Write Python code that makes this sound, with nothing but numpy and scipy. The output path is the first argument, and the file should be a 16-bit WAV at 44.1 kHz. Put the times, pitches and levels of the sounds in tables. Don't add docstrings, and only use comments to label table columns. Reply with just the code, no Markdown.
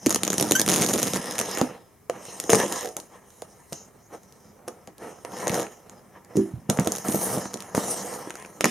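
import sys
import numpy as np
from scipy import signal
from scipy.fft import rfft, irfft, next_fast_len
from scipy.io import wavfile
from scipy.ndimage import uniform_filter1d, map_coordinates

SR = 44100
rng = np.random.default_rng(int(sys.argv[2]) if len(sys.argv) > 2 else 0)


def to_wav(s):
    ch = np.atleast_2d(s).T
    pcm = np.round(np.clip(ch, -1, 1) * 32767)
    wavfile.write(sys.argv[1], SR, pcm.astype(np.int16))


def how_loud(loudness_db):
    steps = np.asarray(loudness_db, float) / 20
    return 10 ** steps


N = 383669

# (mode [Hz], level [dB], ring time [s]), scattered and scaled by each push
BOX_MODES = [(70, -7.5, .2), (93.5, 1.5, 0.14), (118.2, 4, 0.46), (135.3, -13.5, 0.36), (154, 7, 0.062),
             (199.3, 5.5, 0.22), (246, 4, 0.14), (304.6, -3.5, 0.25), (337, -6, 0.42), (370, -2.5, 0.22),
             (429.3, -4, 0.23), (484.6, 2, 0.034), (520, -3, 0.057), (580, -2.5, 0.05), (651, -6.5, 0.2),
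             (710, -1.5, 0.08), (797, -2, 0.045), (902, -11.5, 0.088), (1058, -7, 0.074), (1197, -5.5, 0.1),
             (1286, -6, 0.04)]
# (frequency [Hz], density [dB per Hz])
BRIGHT_COLOUR = [(700, 2), (1200, 9), (2000, 5), (3300, -7.5), (4400, -16), (5300, -12), (6500, -5),
                 (7200, -10), (7700, -24), (8300, -11), (10000, -15), (13000, -22), (15500, -33),
                 (16600, -65)]

OPPOSITE = np.array([[1], [-1]])


def colour(x, points):
    size = next_fast_len(x.shape[-1])
    hz, db = np.transpose(points)
    bins_hz = np.arange(size // 2 + 1) * SR / size
    gain = how_loud(np.interp(np.log(bins_hz + 1), np.log(hz), db))
    return irfft(rfft(x, size) * gain, size)[..., :x.shape[-1]]


def unit(x):
    return x / np.sqrt(np.mean(x ** 2))


def peak(x, db):
    return x * how_loud(db) / np.abs(x).max()


def add(out, s, x):
    i = int(s * SR)
    out[..., i:i + x.shape[-1]] += x[..., :N - i]


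def split(x):
    return [signal.sosfilt(signal.butter(4, 4400, kind, fs=SR, output="sos"), x) for kind in ("low", "high")]


def ring(centre_hz, octaves, t60_s, push, chance, seconds):
    hz, db, t60 = np.transpose(BOX_MODES)[:, :, None]
    t = np.arange(int(seconds * SR)) / SR
    nearness = np.exp(-.5 * (np.log2(hz / centre_hz) / octaves) ** 2 + .7j * chance[2])
    gain = how_loud(db + 3.34 * chance[0]) * nearness
    t60 = t60_s * np.sqrt(t60 / np.interp(centre_hz, hz[:, 0], t60[:, 0]))
    pole = np.exp((2j * np.pi * hz * (1 + 0.027 * chance[1]) - np.log(1000) / t60) / SR)
    modes = (gain * np.cumprod(np.repeat(pole, len(t), axis=1), axis=1)).imag.sum(axis=0)
    pushed = signal.fftconvolve(modes, push)[:len(t)]
    keep = np.exp(-2 * np.pi * 0.37 * centre_hz / SR)
    radiated = signal.lfilter([1, -2, 1], [1, -2 * keep, keep ** 2], pushed)
    return radiated * np.cos(np.pi / 2 * t / seconds)


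def snaps():
    # (time [s], click peak [dB], middle peak [dB], box thump peak [dB]); clicks before panning
    clearest = [(0.0614, -9, -18, -17), (0.0672, -8.5, -23, -14), (0.0942, -12, -20, -35),
                (0.1058, -5.5, -25, -20), (0.1111, -12, -22, -30), (0.1256, -11, -21, -23),
                (0.1456, -6, -22, -20), (0.1588, -7.5, -17, -17.5), (0.2334, -7.5, -19, -18.5),
                (0.2497, -11, -25, -28), (0.2673, -20, -25, -20.5), (0.2773, -8, -17, -17.5),
                (0.3023, -8, -20, -16), (0.3204, -22, -28, -28), (0.3305, -10.5, -20, -19),
                (0.3405, -15, -26, -18), (0.381, -9, -25, -18), (0.398, -9, -21, -16),
                (0.4099, -9, -29, -16.5), (0.4254, -7, -28, -14.5), (0.5103, -5.5, -25, -10),
                (0.5199, -3.5, -22, -12), (0.596, -4, -29, -16), (0.605, -12, -23, -18),
                (0.615, -3, -43, -18), (0.6624, -13, -28, -25), (0.678, -11, -18, -14),
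                (0.6877, -6, -16.5, -18), (0.6945, -8.5, -19, -17), (0.6996, -7, -21, -15),
                (0.7215, -9, -32, -17), (0.74, -10, -34, -31), (0.7607, -10, -28, -21),
                (0.8204, -7.5, -23, -22.5), (0.828, -14, -30.5, -22), (0.8627, -11.5, -36, -30),
                (0.8737, -16.5, -40.5, -21), (0.9363, -7.5, -30, -22), (1.0293, -6.5, -31, -20),
                (1.1343, -14, -27, -17), (1.1602, -16, -22, -15.5), (1.3102, -16.5, -44, -42),
                (1.3818, -14, -22, -31), (1.3898, -10, -19, -25), (1.399, -11, -29, -17),
                (1.4126, -13, -20, -22), (1.515, -22, -35, -43), (1.573, -16, -18, -22),
                (1.6131, -11, -15.5, -4.5), (2.0974, -23, -22, -26), (2.253, -29, -37, -55),
                (2.4, -12, -31, -31), (2.4391, -23, -36, -29), (2.4953, -16, -13, -20),
                (2.5019, -6.5, -16, -17), (2.5188, -13, -21, -16), (2.5317, -6, -4, -2),
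                (2.5473, -13, -13, -7), (2.5541, -5, -29, -21), (2.6, -14.5, -29, -11),
                (2.7239, -13.5, -30, -26), (2.9669, -13, -25.5, -43), (3, -27.5, -53, -53),
                (3.3039, -37.5, -53, -55), (3.4197, -26, -41, -48), (3.7248, -25, -41, -47),
                (3.7294, -20, -28.5, -34), (4.2326, -44, -62, -51), (4.3234, -38, -65, -48),
                (4.6788, -28, -45.5, -28), (4.6828, -22.5, -31.5, -35), (4.8737, -33, -40, -55),
                (4.9814, -35, -56, -45), (5.249, -26.5, -25.5, -32), (5.3196, -33, -50, -47),
                (5.4707, -17, -18.5, -24), (5.4793, -11.5, -31, -41), (5.4952, -16.5, -19, -43),
                (5.5426, -16, -24, -27), (5.5543, -22, -24, -19), (5.597, -21, -23, -18),
                (5.667, -38, -27, -35), (5.896, -29, -41, -43), (6.247, -40.5, -53, -59),
                (6.3684, -19.5, -42, -22), (6.6975, -15, -22, -22), (6.6992, -8, -22, -15),
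                (6.7727, -22.5, -28, -29), (6.7877, -39, -13, -21), (6.797, -13, -35, -21),
                (6.8468, -23, -43, -35), (6.8595, -24, -44, -30), (6.8729, -11.5, -23, -18),
                (6.9201, -9.5, -44, -23), (6.9606, -17.5, -46, -46), (7.084, -19, -53, -39),
                (7.1226, -16, -33, -34), (7.1448, -25, -32, -12), (7.1776, -34, -54, -38),
                (7.225, -33, -48, -32), (7.4555, -30, -25, -32), (7.5404, -17, -44, -25.5),
                (7.6042, -22, -46, -52), (7.7492, -17.5, -15, -38), (7.7809, -34, -36, -22),
                (8.1387, -26, -35, -36), (8.305, -24, -21.5, -47), (8.3544, -29, -29, -34),
                (8.4483, -41, -31, -40), (8.6082, -10.5, -14, -27), (8.6431, -3.5, -3, -29),
                (8.6553, -9, -8.5, -14)]
    rows = clearest + judder()
    rise_s, width_s, tail_s = .0006, .00062, .007
    out, t = np.zeros((2, N)), np.arange(-64, 448) / SR
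    family = rng.standard_normal(len(t))
    noise = rng.standard_normal((len(rows), len(t)))
    chance = rng.standard_normal((len(rows), 3, len(BOX_MODES), 1))
    burst = np.exp(-(t / (width_s * how_loud(3.2 * chance[:, 2, 0]))) ** 2)
    tail = .13 * np.exp(-np.abs(t) / tail_s)
    shape = np.clip(t / rise_s + 1, 0, 1) * (burst + tail)
    noise = noise + .7 * family
    middle, bright = split(colour(noise * shape, BRIGHT_COLOUR))
    push = np.hanning(int(0.00062 * SR) + 3)
    for (s, db, middle_db, thump_db), mid, high, c in zip(rows, middle, bright, chance):
        pan = how_loud(0.29 * c[0, 0, 0] * OPPOSITE)
        add(out, s + rise_s + t[0], pan * (peak(high, db) + peak(mid, middle_db)))
        thump = ring(358, 0.63, 0.063, push, c, seconds=0.038)
        add(out, s + 0.0014, peak(thump, thump_db))
    return out


def judder():
    runs = [(0.068, 0.164, 57, -30.5, -25.5), (0.386, .5, 120, -24.5, -30), (0.703, .852, 187, -13.5, -21),
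            (.883, .917, 214, -16, -22), (.928, .962, 270, -17.5, -20), (.972, 1.001, 200, -15.5, -22),
            (1.012, 1.09, 172, -20, -24), (1.131, 1.178, 165, -19.5, -25.5),
            (1.197, 1.37, 65.4, -26.5, -44), (1.483, 1.6, 30.5, -21, -36), (2.562, 2.89, 60, -24, -41),
            (5.355, 5.47, 80.6, -34.5, -41), (5.498, 5.63, 102, -25, -28), (6.927, 6.99, 69, -22.5, -29),
            (7.063, 7.384, 51, -25, -24), (7.488, 7.643, 23.2, -28, -51), (8.278, 8.47, 34, -34.5, -37)]
    middle_db, spread_db, unevenness = -11.5, 2.5, .22
    rows = []
    for start, end, per_s, db, thump_db in runs:
        c = rng.standard_normal((64, 4))
        times = start + np.cumsum(np.exp(unevenness * c[:, 0])) / per_s
        levels = np.array([db, db + middle_db, thump_db]) + spread_db * np.clip(c[:, 1:], -3, 1.6)
        rows += [(s, *level) for s, level in zip(times, levels) if s < end]
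    return rows


def grit(per_s, spread_db):
    draw = rng.random((3, N))
    size = how_loud(spread_db * np.minimum(-np.log(draw[1] + 1e-9), 5))
    slip = np.clip((per_s / SR - draw[0]) * SR / 50, 0, 1)
    return slip * size * np.sign(draw[2] - .5)


def shifting(x, spread_db, hold_s, width_hz):
    hz, t, z = signal.stft(x, SR, nperseg=512)
    patches = rng.standard_normal((64, 512))
    place = np.meshgrid(hz / width_hz, t / hold_s, indexing="ij")
    gain = how_loud(spread_db * map_coordinates(patches, place, order=1))
    return signal.istft(z * gain, SR, nperseg=512)[1][:N]


def scrape_levels():
    # (time [s], drag on the panels [dB], rasp [dB], bright crackle [dB])
    strokes = [
        [(0.0, -54, -61, -56), (0.11, -36.5, -49, -40), (0.16, -44.5, -47, -45), (0.234, -37.5, -52, -47),
         (0.282, -39.5, -53, -46), (0.348, -37.5, -43, -39), (0.454, -33.5, -57, -42), (0.526, -40, -36, -34),
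         (0.66, -37, -46, -41)],
        [(0.67, -40, -40, -38), (0.738, -32.5, -40, -43), (0.868, -36.5, -43, -39), (0.948, -37.5, -50, -39.5),
         (1.124, -42.5, -38.5, -37.5), (1.2, -38.5, -45, -42)],
        [(1.21, -38, -46, -44.5), (1.486, -34, -37.5, -40.5), (1.536, -38, -41, -41.5),
         (1.596, -28.5, -33, -39.5), (1.672, -36.5, -56, -52.5), (1.754, -47, -52, -62.5),
         (1.846, -58.5, -75, -69.5), (2.09, -70, -73.5, -77.5)],
        [(2.1, -45.5, -62, -54), (2.146, -41, -50, -57), (2.264, -48, -52, -49), (2.49, -42.5, -49, -45.5)],
        [(2.5, -35, -34.5, -28), (2.618, -30, -30, -33.5), (2.674, -40.5, -41.5, -42),
         (2.736, -34.5, -37, -36.5), (2.804, -42.5, -37, -36.5), (2.904, -44, -60, -50.5),
         (2.96, -66, -61, -60)],
        [(2.97, -42, -58, -50), (3.106, -60.5, -69, -64.5), (3.18, -57, -60, -69), (3.37, -60, -66, -59.5),
         (3.488, -53.5, -63, -62), (3.71, -66, -65, -60)],
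        [(3.73, -50.5, -63, -46.5), (3.924, -57.5, -70, -66), (4.122, -62, -71, -66.5),
         (4.276, -58.5, -66, -63.5), (4.494, -58.5, -71.5, -63), (4.66, -53.5, -74, -75)],
        [(4.68, -46.5, -65, -62.5), (4.97, -64, -63, -72), (5.106, -46.5, -57, -61), (5.24, -53, -63, -61)],
        [(5.25, -47, -51, -60), (5.326, -40, -51, -52), (5.44, -33, -40, -39), (5.498, -35.5, -35, -48),
         (5.548, -26, -45, -32.5), (5.648, -39, -42, -48.5), (5.69, -48.5, -56, -55), (5.85, -56, -67, -65)],
        [(5.86, -51.5, -61, -64), (5.968, -53.5, -64, -65), (6.198, -62.5, -66, -75), (6.35, -52, -62, -67)],
        [(6.36, -50, -52, -43.5), (6.49, -51.5, -64, -60.5), (6.685, -61.5, -62.5, -78)],
        [(6.695, -26, -59, -42), (6.745, -35.5, -59, -46), (6.867, -34.5, -55, -46), (6.923, -36, -43, -42),
         (7.04, -45, -51, -46.5)],
        [(7.05, -32, -42, -41.5), (7.146, -35.5, -42, -37.5), (7.242, -35, -39, -36.5),
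         (7.346, -28, -43, -36.5), (7.4, -37, -44, -43)],
        [(7.41, -36, -46, -40), (7.542, -45.5, -52, -52), (7.74, -45.5, -55, -52.5)],
        [(7.755, -35, -42, -35), (7.801, -32.5, -46, -36), (7.921, -35, -48, -32), (7.999, -38, -43.5, -40),
         (8.161, -37, -44, -42.5), (8.297, -46.5, -46, -56), (8.421, -51.5, -48.5, -56), (8.6, -49, -65, -59)],
        [(8.612, -40, -53, -52), (8.7, -56, -50, -40)],
    ]
    # (hollow over panels [dB], sharp edge of the rasp over crackle [dB], airy top over crackle [dB])
    stroke_place = [(3, -4, -0.5), (7, -2.5, 2), (-13, 2, 0.5), (-12, -3.5, -0.5), (-20, -3, 1),
                    (-8.5, -7, 0.8), (-3, -9, -2), (-10, -4, -.1), (-10.5, -8, -0.3), (-3, -3, .1),
                    (10.5, -5, 1), (-2.5, -9.5, 1.5), (-6, -18, 7.5), (-5, -10.5, -1.3), (-9, -16.5, 2),
                    (-1.5, 10.5, 3.5)]
    # (middle [s], length [s], drag [dB], rasp [dB], crackle [dB]), at the swell's top
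    brushes = [(3.146, 0.14, -53.5, -55, -65), (4.142, 0.12, -41, -56, -58), (5.1, 0.087, -47, -60, -59),
               (5.046, 0.16, -39, -53, -54), (6.16, 0.13, -54, -56, -76), (2.6, 0.13, -37.5, -48, -57),
               (2.72, 0.045, -34.5, -47, -53), (6.322, 0.088, -57, -64, -72)]
    rows = []
    for stroke, (deep, edge, air) in zip(strokes, stroke_place):
        for s, drag, rough, crisp in stroke:
            rows.append((s, drag + deep, drag, rough, crisp + edge, crisp, crisp + air))
    s, *columns = np.transpose(sorted(rows))
    t = np.arange(N) / SR
    hollow, panels, rasp, sharp, crackle, airy = (how_loud(np.interp(t, s, c)) for c in columns)
    for middle_s, length_s, drag, rough, crisp in brushes:
        swell = np.hanning(int(length_s * SR)) ** 1.44
        layers = (panels, drag), (rasp, rough), (sharp, rough - 11.5), (crackle, crisp), (airy, crisp)
        for layer, db in layers:
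            add(layer, middle_s - length_s / 2, how_loud(db) * swell)
    return hollow, panels, rasp, sharp, crackle, airy


def scrape():
    # (frequency [Hz], density [dB per Hz])
    panel_colour = [(1000, 4.5), (1300, -9), (1490, -30.5), (1650, 0.5), (1900, -2), (2300, -8.5),
                    (3500, -6.5), (4400, -17.5), (5200, -8)]
    hollow, panels, rasp, sharp, crackle, airy = scrape_levels()
    holds = np.repeat(rng.standard_normal(N // 500 + 1), 500)
    grip = how_loud(1.14 * unit(uniform_filter1d(holds, size=300)[:N]))
    drag = grip * grit(1500, 1.2)
    still = np.zeros((3, 1, 1))
    deep, wide = (unit(signal.fftconvolve(drag, ring(hz, octaves, t60, np.ones(1), still, seconds=.25))[:N])
                  for hz, octaves, t60 in ((200, 0.33, 0.14), (553, 1.0, 0.04)))
    slips = grit(7000, 0.54)
    smear = rng.standard_normal(300) * np.exp(-np.arange(300) / (0.00013 * SR))
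    smeared = signal.fftconvolve(slips, smear)[:N]
    slips = grip * (unit(slips) + .35 * unit(smeared))
    slips = shifting(slips, spread_db=4.26, hold_s=.045, width_hz=832)
    board = np.roll(colour(slips, [(500, -24.5)] + panel_colour + [(7500, -53.5)]), shift=40)
    dull, keen = (signal.sosfilt(signal.butter(3, 2230, kind, fs=SR, output="sos"), unit(board))
                  for kind in ("low", "high"))
    crisp = unit(split(colour(slips, BRIGHT_COLOUR))[1])
    air_hz = 7700
    top = colour(crisp, [(air_hz / 1.1, -40), (air_hz, 0), (2 * air_hz, 4.5)])
    in_box = hollow * deep + panels * wide
    in_board = rasp * dull + sharp * keen
    return in_box + in_board + crackle * (crisp - top) + airy * top


def squeal():
    # (time [s], level of the fundamental [dB])
    grips = [(.553, -21.5), (0.586, -30.5), (.62, -44)]
    overtones_db = [-0.5, -8, -17, -1, -9.5, -22.5, -10, -10]
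    start_hz, rise_hz_s, top_hz = 1540, 4000, 1700
    attack_s, hold_s, fade_db_s = 0.0043, 0.011, 903
    first_s = grips[0][0]
    t = np.arange(first_s - .01, grips[-1][0] + 0.065, 1 / SR)
    hz = np.minimum(start_hz + rise_hz_s * np.maximum(t - first_s - hold_s, 0), top_hz)
    wobble = 1 + 0.24 * uniform_filter1d(rng.standard_normal(len(t)), size=40)
    phase = 2 * np.pi * np.cumsum(hz * wobble) / SR
    level = np.max([db - 30 * np.maximum(s - t, 0) / attack_s - fade_db_s * np.maximum(t - s - hold_s, 0)
                    for s, db in grips], axis=0)
    tone = np.zeros(len(t))
    for k, overtone_db in enumerate(overtones_db):
        early_fade = 0.46 * min(k, 1) * (level - level.max())
        tone += how_loud(level + overtone_db + early_fade) * np.sin((k + 1) * phase)
    out = np.zeros(N)
    add(out, t[0], np.sqrt(2) * tone)
    return out


def knocks():
    # (time [s], peak [dB], centre of the ring [Hz], spread [octaves], nominal ring time [s])
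    blows = [(0.0648, -8, 248, 0.37, .044), (0.4202, -19, 288, 0.27, 0.21), (0.5119, -21.5, 276, 0.84, 0.6),
             (1.6155, -11, 276, 0.17, 0.14), (2.0971, -12.5, 486, 0.28, 0.061),
             (2.284, -30, 333, 1.2, 0.11), (2.494, -9.5, 525, 0.77, 0.4), (2.5306, -6.5, 410, 1.24, 0.3),
             (2.6365, -12.5, 420, 0.85, 0.22), (2.8145, -30, 504, .75, 0.29),
             (2.8467, -25, 540, 0.39, 0.26), (2.8738, -35, 443, 0.42, 0.11), (2.966, -27, 670, 0.584, 0.16),
             (3.4226, -24, 570, 0.37, 0.029), (3.7233, -24, 342, 1.5, 0.11),
             (4.4518, -41.5, 167, 0.75, 0.22), (4.6788, -23.5, 580.7, 0.94, 0.081),
             (4.876, -30, 342, 1.5, 0.19), (5.2487, -25.5, 540, .41, .07), (5.471, -12, 560, 0.51, 0.094),
             (5.5, -16, 200, 1.1, 0.067), (5.576, -17.5, 570, 0.61, 0.22), (6.355, -15, 297, 0.16, .14),
             (6.3701, -8.5, 302, 0.36, 0.26), (6.374, -18.5, 127, 0.45, 0.13),
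             (6.536, -19.5, 120, 0.34, .16), (6.692, -12.5, 202, 0.41, 0.091),
             (6.789, -7, 194, 0.27, 0.078), (6.8713, -9.5, 316, 1.3, .091), (7.049, -24, 1098, 0.46, 0.027),
             (7.0882, -12.5, 240, 0.43, 0.097), (7.1426, -14, 246, .62, 0.12),
             (7.374, -13, 264.6, 1.5, 0.073), (7.4569, -26, 331, 1.2, .034), (7.5576, -24, 380, 0.79, .058),
             (7.7472, -12.5, 320, 1.2, 0.11), (7.778, -6.5, 342, 1.1, 0.05),
             (8.2731, -24.5, 350, 0.25, 0.087), (8.608, -17, 457, 0.57, 0.063),
             (8.6414, -7.5, 390, 1.6, 0.23)]
    contact_cycles = 2.88
    out, t = np.zeros(N), np.arange(2400) / SR
    chance = rng.standard_normal((len(blows), 3, len(BOX_MODES), 1))
    rattle = rng.standard_normal((len(blows), len(t)))
    for (s, db, hz, octaves, t60), c, noise in zip(blows, chance, rattle):
        contact_s = contact_cycles / hz
        blow = np.sin(np.pi * np.clip(t * hz / 0.25, 0, 1)) ** 2
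        shuffle = noise * 70 * contact_s * (t / contact_s) * np.exp(-t / contact_s)
        rung = ring(hz, max(octaves, .15), max(t60, .02), blow + shuffle, c, np.clip(t60, .06, .3))
        add(out, s, peak(rung, db))
    return out


def echoes(t60_s, after_s):
    t = np.arange(int(t60_s * SR)) / SR
    noise = rng.standard_normal((2, len(t)))
    tail = noise * np.exp(-np.log(1000) * t / t60_s) * np.clip(t / after_s, 0, 1)
    return tail / np.sqrt((tail ** 2).sum(axis=1, keepdims=True))


def port_scatter(mid):
    # (frequency [Hz], side minus mid [dB])
    width = [(60, -22), (300, -17.5), (600, -13), (1200, -10), (2400, -47.5), (4400, -33.5), (6500, -11.5),
             (8300, -2.5), (15000, 0.5)]
    scatter = signal.fftconvolve(mid[None], echoes(0.012, 0.00017))[:, :N]
    turns_per_s = 1.7
    turn = 2 * np.pi * turns_per_s * np.arange(N) / SR
    side = colour(np.cos(turn) * scatter[0] + np.sin(turn) * scatter[1], width)
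    return OPPOSITE * side


def room(mid):
    tilted = colour(mid, [(100, -3.5), (2000, 9), (12000, 10.0)])
    return how_loud(-18) * signal.fftconvolve(tilted[None], echoes(0.13, 0.0035))[:, :N]


def port_lean(heard):
    # (frequency [Hz], left minus right [dB])
    lean = [(60, -1.9), (300, -2.1), (600, -1.5), (1200, .4), (5000, .4), (9000, -.9), (15000, -1.6)]
    left = colour(heard[0], [(hz, db / 2) for hz, db in lean])
    right = colour(heard[1], [(hz, -db / 2) for hz, db in lean])
    return np.array([left, right])


def hush():
    # (frequency [Hz], relative density [dB per Hz])
    hush_colour = [(15, -58), (25, 2), (97, 8), (349, -6.5), (422, 0), (470, -14.5), (1120, -11.5),
                   (1470, -19.5), (2330, -17.5), (2670, -32), (3150, -30), (4360, -30.5), (12600, -23),
                   (15200, -28), (16500, -34)]
    # (frequency [Hz], side minus mid [dB])
    hush_side = [(60, -0.5), (110, -43), (200, -2), (380, -3.5), (700, -1), (1290, -15), (2380, -12.5),
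                 (4400, -2.5), (8120, 4), (15000, 0.5)]
    mid, side = colour(rng.standard_normal((2, N)), hush_colour)
    return how_loud(-54.5) * unit(mid + OPPOSITE * colour(side, hush_side))


def scene():
    near = snaps() + scrape() + squeal() + knocks()
    mid = near.mean(axis=0)
    heard = near + port_scatter(mid) + room(mid)
    return port_lean(heard) + hush()


def roll_off(x):
    return signal.sosfilt(signal.butter(12, 16650, fs=SR, output="sos"), x)


def record(dry):
    thin = signal.sosfilt(signal.butter(1, 154, "high", fs=SR, output="sos"), dry)
    mix = np.clip(thin, -1, 1)
    return roll_off(mix)


dry = scene()
out = record(dry)
to_wav(out)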